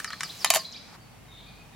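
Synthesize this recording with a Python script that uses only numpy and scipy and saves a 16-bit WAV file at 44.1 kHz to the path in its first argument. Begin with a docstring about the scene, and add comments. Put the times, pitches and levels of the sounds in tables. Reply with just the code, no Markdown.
"""A crossbow handled close to the microphone in a wood: the stock ticks under load, a catch snaps twice, parts
slide and rattle. Each contact rings the stock or frame and scatters off nearby rock and ground. Clothing
rustles. A songbird whistles a falling-and-rising phrase, then a flourish that lingers among the trees. Just
before one second the scene changes to a quieter, deeper wood with far calls and a low drone."""
import sys
import numpy as np
from scipy import signal
from scipy.fft import rfft, irfft
from scipy.io import wavfile
from scipy.ndimage import uniform_filter1d

SR = 44100
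rng = np.random.default_rng(int(sys.argv[2]) if len(sys.argv) > 2 else 0)


def file_out(sig):
    """Save sig as 16-bit WAV at sys.argv[1]."""
    # one column per channel
    cols = np.atleast_2d(sig).T
    # limit, then scale
    lim = np.clip(cols, -1, 1)
    pcm = np.round(lim * 32767).astype(np.int16)
    wavfile.write(sys.argv[1], SR, pcm)


N = 77175
T = np.arange(N) / SR

# Levels are relative within each table.
# woodland air, early and late, and its side signal against the middle: frequency_hz, level_db
EARLY_AIR_COLOUR = [(15, -36), (25, -5.5), (200, 4.5), (344, -9), (695, -5), (775, -6.5), (1740, -12),
                    (2410, -7.5), (2760, -17), (4870, -11), (6380, -20), (13200, -29), (16000, -32)]
LATE_AIR_COLOUR = [(15, -34), (25, -15.5), (130, -0.5), (185, -6), (263, -11), (384, -18), (451, -15),
                   (516, -19), (796, -14.5), (1480, -21.5), (2410, -22), (2990, -24), (3720, -27.5),
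                   (5000, -30), (16000, -39)]
AIR_WIDTH = [(30, 0), (120, -12.5), (270, -0.5), (700, -4.5), (3000, -3), (14000, 5)]
# swell of the far drone and of the close clothing: time_s, level_db
DRONE_SWELL = [(0, -67), (1.05, -64), (1.25, -57), (1.45, -53), (1.62, -56), (1.75, -60)]
RUSTLE_SWELL = [(0, -44.5), (.06, -56.5), (.17, -57), (.25, -49), (.30, -47.5), (.36, -50), (.43, -45),
                (.62, -50.5), (.80, -86), (.99, -53)]
# sleeve scuffs: centre_s, half_width_s, level_db
SLEEVE_SCUFFS = [(0.891, 0.012, -56), (0.948, 0.027, -54), (0.96, .007, -54), (0.977, .003, -47)]
# spectra of rustle and scuffs: frequency_hz, level_db
CLOTH_COLOUR = [(300, -8.5), (900, -6.5), (1900, -9.5), (3000, -4.5), (6000, -8.5), (15000, -16.5)]
SLEEVE_COLOUR = [(300, -22), (600, -2), (850, 13), (1300, 2.5), (2000, 1.5), (3000, -14), (6000, -34),
                 (15000, -36)]

# light ticks of the stock: start_s, level_db, tilt_db_per_octave
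STOCK_TICKS = [(.0007, -27.5, 0.5), (0.0448, -21.5, 3.5), (0.0553, -36, -3), (0.0772, -33, -6.5),
               (0.1042, -29, 0), (0.1312, -28, -1.5), (0.1371, -36, -3), (0.2072, -20.5, 2.1),
               (0.2328, -21, 3), (0.2362, -30.5, 9.5)]
# snaps and knocks of the catch: start_s, level_db, tilt_db_per_octave, hollow_db
CATCH_SNAPS = [(0.4454, -8.5, -1, -37), (.447, -10, 1.2, -28), (0.457, -33, -1.5, -24),
               (0.4598, -21.5, -3.5, -22), (0.503, -4.5, 3, -7.5), (.504, -10, 0.5, -0.5),
               (.5374, -17, -3, -7.5), (0.5381, -15, 7, -27), (.5474, -11, 6.5, -25), (0.555, -14, 3, -25),
               (0.5591, -14.5, -0.5, 1), (.5685, -17.5, 2.5, -1), (.576, -23, -8.5, -21)]
# lasting modes of stock and frame: pitch_hz, level_db, t60_s
STOCK_RESONANCES = [(1176, -15.5, 0.077), (1293, -11, 0.097), (1700, -2, 0.01), (1848, -1.5, .04),
                    (2330, -11.5, 0.083), (2970, -7.5, 0.042), (5490, -4, 0.0085), (6250, -34, 0.026)]
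FRAME_RESONANCES = [(728, -20, 0.039), (966, -19, 0.044), (1069, -14, 0.18), (1202, -8, 0.07),
                    (1790, -5.5, 0.082), (2000, -22, 0.047), (2444, -15, 0.046), (2967, -6, 0.068),
                    (3137, -2.5, 0.04), (3810, 0.5, 0.021), (4543, -2.5, 0.049), (6796, -2.5, 0.029),
                    (7580, -2, 0.023), (10830, -4.5, 0.03)]
# spectra of their dense, brief modes and of the sliding contact: frequency_hz, level_db
STOCK_CRACK = [(300, -21.5), (850, -8.5), (1250, 6), (1850, 8.5), (2200, -3.5), (4300, -5.5), (5600, -4.5),
               (10000, -11), (15000, -38.5)]
FRAME_CRACK = [(200, -51), (460, -33), (680, 1), (1100, 0), (1450, -6.5), (2000, 4), (2900, -0.5),
               (3450, -5.5), (5000, -1.5), (7300, -2.5), (9000, -4), (12500, -6), (16000, -19)]
GRIT_COLOUR = [(250, -28), (530, -26), (680, 15), (1000, 11), (1900, -3), (2900, 8.5), (3450, -10),
               (4300, 3), (7300, 0.5), (9300, -9), (10800, -8), (12300, 1.5), (15000, -21)]
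# swell of the sliding contact: time_s, level_db
SLIDE_SWELL = [(.522, -58), (.531, -34), (.543, -31), (.557, -21.5), (.570, -25.5), (.580, -32),
               (.590, -60)]

# the songbird's two notes: time_in_note_s, pitch_hz, level_db
FALLING_NOTE = [(0, 7100, -14), (.015, 6320, -15), (.034, 5350, -9.5), (.049, 4700, 0), (.064, 4150, -12.5),
                (.076, 4300, -13)]
RISING_NOTE = [(0, 2800, -27), (.009, 3365, -6), (.013, 4105, 0), (.022, 4120, -6), (.025, 3900, -23)]
# their repeats: start_s, level_db
FALLING_REPEATS = [(.031, -37), (.201, -33.5), (.372, -35.5), (.549, -34)]
RISING_REPEATS = [(0.112, -37.5), (.286, -34), (.460, -31), (.638, -33)]
# closing strokes and distant whistles, one list each: time_s, pitch_hz, level_db
FLOURISH_STROKES = [
    [(.716, 7600, -58), (.725, 5900, -45), (.731, 4500, -41), (.736, 3200, -49)],
    [(.733, 3000, -54), (.749, 3800, -40), (.757, 3950, -49), (.764, 4800, -37.5), (.778, 5300, -52)],
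    [(.745, 2400, -56), (.762, 2300, -48.5), (.772, 2750, -52.5), (.779, 4000, -42), (.784, 5300, -67)],
]
FAR_WHISTLES = [
    [(1.0, 4580, -57), (1.03, 4530, -57), (1.062, 4470, -59)],
    [(1.27, 3830, -61), (1.315, 3720, -51.5), (1.355, 3600, -52), (1.42, 3730, -57)],
    [(1.09, 2206, -62.5), (1.2, 2135, -66.5), (1.36, 2180, -59.5), (1.46, 2400, -66)],
    [(1.465, 2434, -48), (1.50, 2472, -50.5), (1.54, 2470, -63)],
    [(1.574, 2470, -47), (1.60, 2490, -57.5), (1.65, 2490, -65), (1.68, 2403, -68)],
    [(1.47, 4540, -54), (1.495, 4520, -57), (1.56, 4330, -67)],
    [(1.725, 3760, -62), (1.75, 3700, -51)],
]
# one distant hoarse, rising call: time_s, pitch_hz, level_db
FAR_HOARSE_CALL = [(1.31, 3670, -56), (1.37, 3660, -51), (1.43, 3850, -53.5), (1.50, 4110, -54),
                   (1.57, 4360, -71)]


def undb(db):
    """Decibels to gain."""
    return 10 ** (np.asarray(db) / 20)


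def unit(x):
    """Scale to rms 1."""
    return x / np.sqrt(np.mean(x ** 2) + 1e-20)


def curve(points, t):
    """Straight lines between (time_s, value) points."""
    return np.interp(t, *np.array(points).T)


def colour(x, points):
    """Filter by (frequency_hz, level_db) points."""
    hz, db = np.array(points).T
    bins_hz = np.maximum(np.fft.rfftfreq(x.shape[-1], 1 / SR), 1)
    return irfft(rfft(x) * undb(np.interp(np.log(bins_hz), np.log(hz), db)), x.shape[-1])


def stereo(mid, side):
    """Left and right from mid and side."""
    return np.array([mid + side, mid - side])


def fade(t, t60):
    """Exponential decay, 60 dB down after t60 seconds."""
    return np.exp(-np.log(1000) * t / t60)


def add(out, x, start_s):
    """Mix a sound in at its time."""
    i = max(int(start_s * SR), 0)
    out[:, i:i + x.shape[1]] += x[:, :N - i]


def wander(rate_hz):
    """Smooth random motion with rms 1."""
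    span = max(int(SR / rate_hz), 1)
    return unit(uniform_filter1d(uniform_filter1d(rng.standard_normal(N), span), span))


def echoes(x, t60, side, build_s=0.0021):
    """Diffuse reflections that build up and die away at the microphone."""
    mid, wide = rng.standard_normal((2, N))
    envelope = fade(T, t60) * (1 - np.exp(-T / build_s))
    tail = unit(stereo(mid, side * wide) * envelope) / np.sqrt(N)
    return signal.fftconvolve(x[None], tail, axes=1)[:, :N]


def woodland_air(shape, level_db):
    """A soft, wide hush all around the microphone."""
    mid, side = colour(rng.standard_normal((2, N)), shape)
    return unit(stereo(mid, colour(side, AIR_WIDTH))) * undb(level_db + 0.2 * wander(2.3))


def far_drone(pitch_hz=49):
    """A low, wavering tone a long way off, faint at first and swelling late."""
    wavering_hz = pitch_hz * (1 + .03 * wander(11))
    return np.sin(2 * np.pi * np.cumsum(wavering_hz) / SR) * undb(curve(DRONE_SWELL, T))


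def clothing():
    """Close by, cloth brushes unevenly as the arms move, with brief scuffs of a sleeve."""
    mid, side = unit(colour(rng.standard_normal((2, N)), CLOTH_COLOUR))
    rustle = stereo(mid, 0.41 * side) * undb(curve(RUSTLE_SWELL, T) + 1 + 1.4 * wander(130))
    mid, side = unit(colour(rng.standard_normal((2, N)), SLEEVE_COLOUR))
    scuffs = sum(undb(db) * np.exp(-.5 * ((T - at) / width) ** 2) for at, width, db in SLEEVE_SCUFFS)
    return rustle + stereo(mid, 0.16 * side) * scuffs * undb(2.3 * wander(400))


def contact(modes, shape, tilt_db, crack_t60_s, ring_db, attack_s=0.00021, width=0.14, size=8192):
    """One contact: a crack of dense modes whose treble dies first, and a few lasting modes."""
    t = T[:size]
    bins_hz = np.maximum(np.fft.rfftfreq(size, 1 / SR), 1)
    phases = np.exp(2j * np.pi * rng.random((2, len(bins_hz))))
    tilted_noise = irfft(phases * undb(tilt_db * np.log2(bins_hz / 3000)))
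    spectrum = rfft(unit(colour(tilted_noise, shape)))
    octave = np.clip(np.log2(bins_hz / 500), 0, 5)
    attack = 1 - np.exp(-t / attack_s)
    mid = side = 0
    for k in range(6):  # the crack, octave by octave; crack_t60_s holds at 2 kHz
        hz = 500 * 2 ** k
        band = irfft(spectrum * np.maximum(1 - abs(octave - k), 0))
        envelope = attack * fade(t, crack_t60_s * (hz / 2000) ** -0.4)
        strength = np.sqrt(np.mean(band ** 2) * np.mean(envelope ** 2))
        mid += strength * unit(band[0] * envelope)
        side += strength * unit(band[1] * envelope) * min(width * hz / 2500, .55)
    for k, (hz, db, t60) in enumerate(modes):
        gain = (-1) ** k * undb(ring_db + db + tilt_db * np.log2(hz / 3000))
        ring = gain * attack * fade(t, t60)
        phase = 2 * np.pi * hz * (1 + .003 * rng.standard_normal()) * t
        mid += ring * np.sin(phase)
        side += ring * np.cos(phase) * min(width * hz / 3000, .5)
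    return stereo(mid, side)


def stock_ticks():
    """The stock ticks under load and rings briefly."""
    out = np.zeros((2, N))
    for start_s, db, tilt_db in STOCK_TICKS:
        tick = contact(STOCK_RESONANCES, STOCK_CRACK, tilt_db, crack_t60_s=0.021, ring_db=-5.5)
        add(out, undb(db) * tick, start_s)
    return out


def crossbow(parts, radiation_hz=508):
    """The small parts radiate little bass; rock and ground scatter their sound back to the microphone."""
    direct = signal.sosfilt(signal.butter(3, radiation_hz, "high", fs=SR, output="sos"), parts)
    mono = direct.mean(axis=0)
    near = echoes(colour(mono, [(1000, -1.5), (6000, 1.5), (12000, -3.5)]), t60=0.12, side=1)
    near_side = colour(near[0] - near[1], [(600, -16), (1500, -39), (5000, -2)])
    far = echoes(mono, t60=0.36, side=0.12)
    return direct + undb(-8.5) * stereo(near.mean(axis=0), near_side) + undb(-25) * far


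def bird_note(points, waver, start_s=0, level_db=0, flutter_db=2.5):
    """A gliding whistle whose level flutters; waver is the random share of its pitch."""
    times, hz, db = np.array(points).T
    t = T - start_s
    pitch_hz = np.interp(t, times, hz) * (1 + waver * wander(700))
    tone = np.sqrt(2) * np.sin(2 * np.pi * np.cumsum(pitch_hz) / SR)
    gate = np.clip(np.minimum(t - times[0], times[-1] - t) / 0.0031 + .5, 0, 1)
    flutter = unit(undb(flutter_db * wander(170)))
    return tone * undb(np.interp(t, times, db) + level_db) * gate * flutter


def songbird(waver=.034):
    """One bird sings four falls and rises and a flourish, echoed by trunks and leaves."""
    song = sum(bird_note(FALLING_NOTE, waver, start_s, db) for start_s, db in FALLING_REPEATS)
    song += sum(bird_note(RISING_NOTE, waver, start_s, db) for start_s, db in RISING_REPEATS)
    song += sum(bird_note(stroke, waver) for stroke in FLOURISH_STROKES)
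    early = echoes(song, t60=0.058, side=0.53)
    lingering = echoes(song, t60=0.61, side=0.43)
    return undb(-3) * song + undb(-5.5) * early + undb(-4.5) * lingering


def low_bump(centre_s=0.242, half_width_s=0.018, pitch_hz=156.7, level_db=-46.5):
    """A dull, brief swell in the bass under the last ticks."""
    swell = np.exp(-.5 * ((T - centre_s) / half_width_s) ** 2)
    return undb(level_db) * np.sin(2 * np.pi * pitch_hz * T) * swell


def hollow_tone(pitch_hz=666.3, t60_s=0.049):
    """The hollow body of the frame rings at one pitch."""
    t = T[:8192]
    return np.sin(2 * np.pi * pitch_hz * t) * fade(t, t60_s)


def catch_snaps():
    """The catch snaps and rattles, ringing the frame and its hollow body."""
    out = np.zeros((2, N))
    for start_s, db, tilt_db, hollow_db in CATCH_SNAPS:
        snap = contact(FRAME_RESONANCES, FRAME_CRACK, tilt_db, crack_t60_s=0.015, ring_db=-16.5)
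        add(out, undb(db) * (snap + undb(hollow_db - 4.5) * hollow_tone()), start_s)
    return out


def sliding_parts(grain_db=4.5, body_db=-6.5):
    """A short, gritty slide that also sounds the hollow frame."""
    grit = unit(rng.standard_normal((2, N)) * undb(grain_db * wander(900)))
    touching = (T > SLIDE_SWELL[0][0]) & (T < SLIDE_SWELL[-1][0])
    swell = undb(curve(SLIDE_SWELL, T)) * touching
    mid, side = unit(colour(grit, GRIT_COLOUR)) * swell
    side = colour(side, [(700, -30), (2500, -21), (6000, -16)])
    body = unit(signal.fftconvolve(grit[0], hollow_tone())[:N])
    return stereo(mid, side) + undb(body_db) * swell * body


def far_birds():
    """Thin whistles and one hoarse call from deep in the wood, more echo than direct sound."""
    calls = sum(bird_note(call, waver=.005) for call in FAR_WHISTLES)
    calls += bird_note(FAR_HOARSE_CALL, waver=.09)
    return undb(-6.5) * calls + undb(-5) * echoes(calls, t60=0.74, side=0.46)


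def scene(change_s=0.96, crossfade_s=0.014):
    """The close crossbow under the song, then the quieter wood; the drone runs through both."""
    song = songbird()
    calls = far_birds()
    drone = far_drone()
    handling = crossbow(stock_ticks() + catch_snaps() + sliding_parts()) + clothing() + low_bump()
    early = handling + song + woodland_air(EARLY_AIR_COLOUR, level_db=-49.5)
    late = calls + woodland_air(LATE_AIR_COLOUR, level_db=-50)
    late_share = np.clip((T - change_s) / crossfade_s + .5, 0, 1)
    return np.sqrt(1 - late_share) * early + np.sqrt(late_share) * late + drone


def record(dry, low_cut_hz=40, ceiling=.85, top_hz=16000):
    """The recorder drops the deepest rumble, rounds the highest peaks and cuts the top."""
    x = signal.sosfilt(signal.butter(4, low_cut_hz, "high", fs=SR, output="sos"), dry)
    x = x / (1 + (x / ceiling) ** 6) ** (1 / 6)
    return signal.sosfilt(signal.ellip(8, .2, 80, top_hz, fs=SR, output="sos"), x)


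dry = scene()
out = record(dry)
file_out(out)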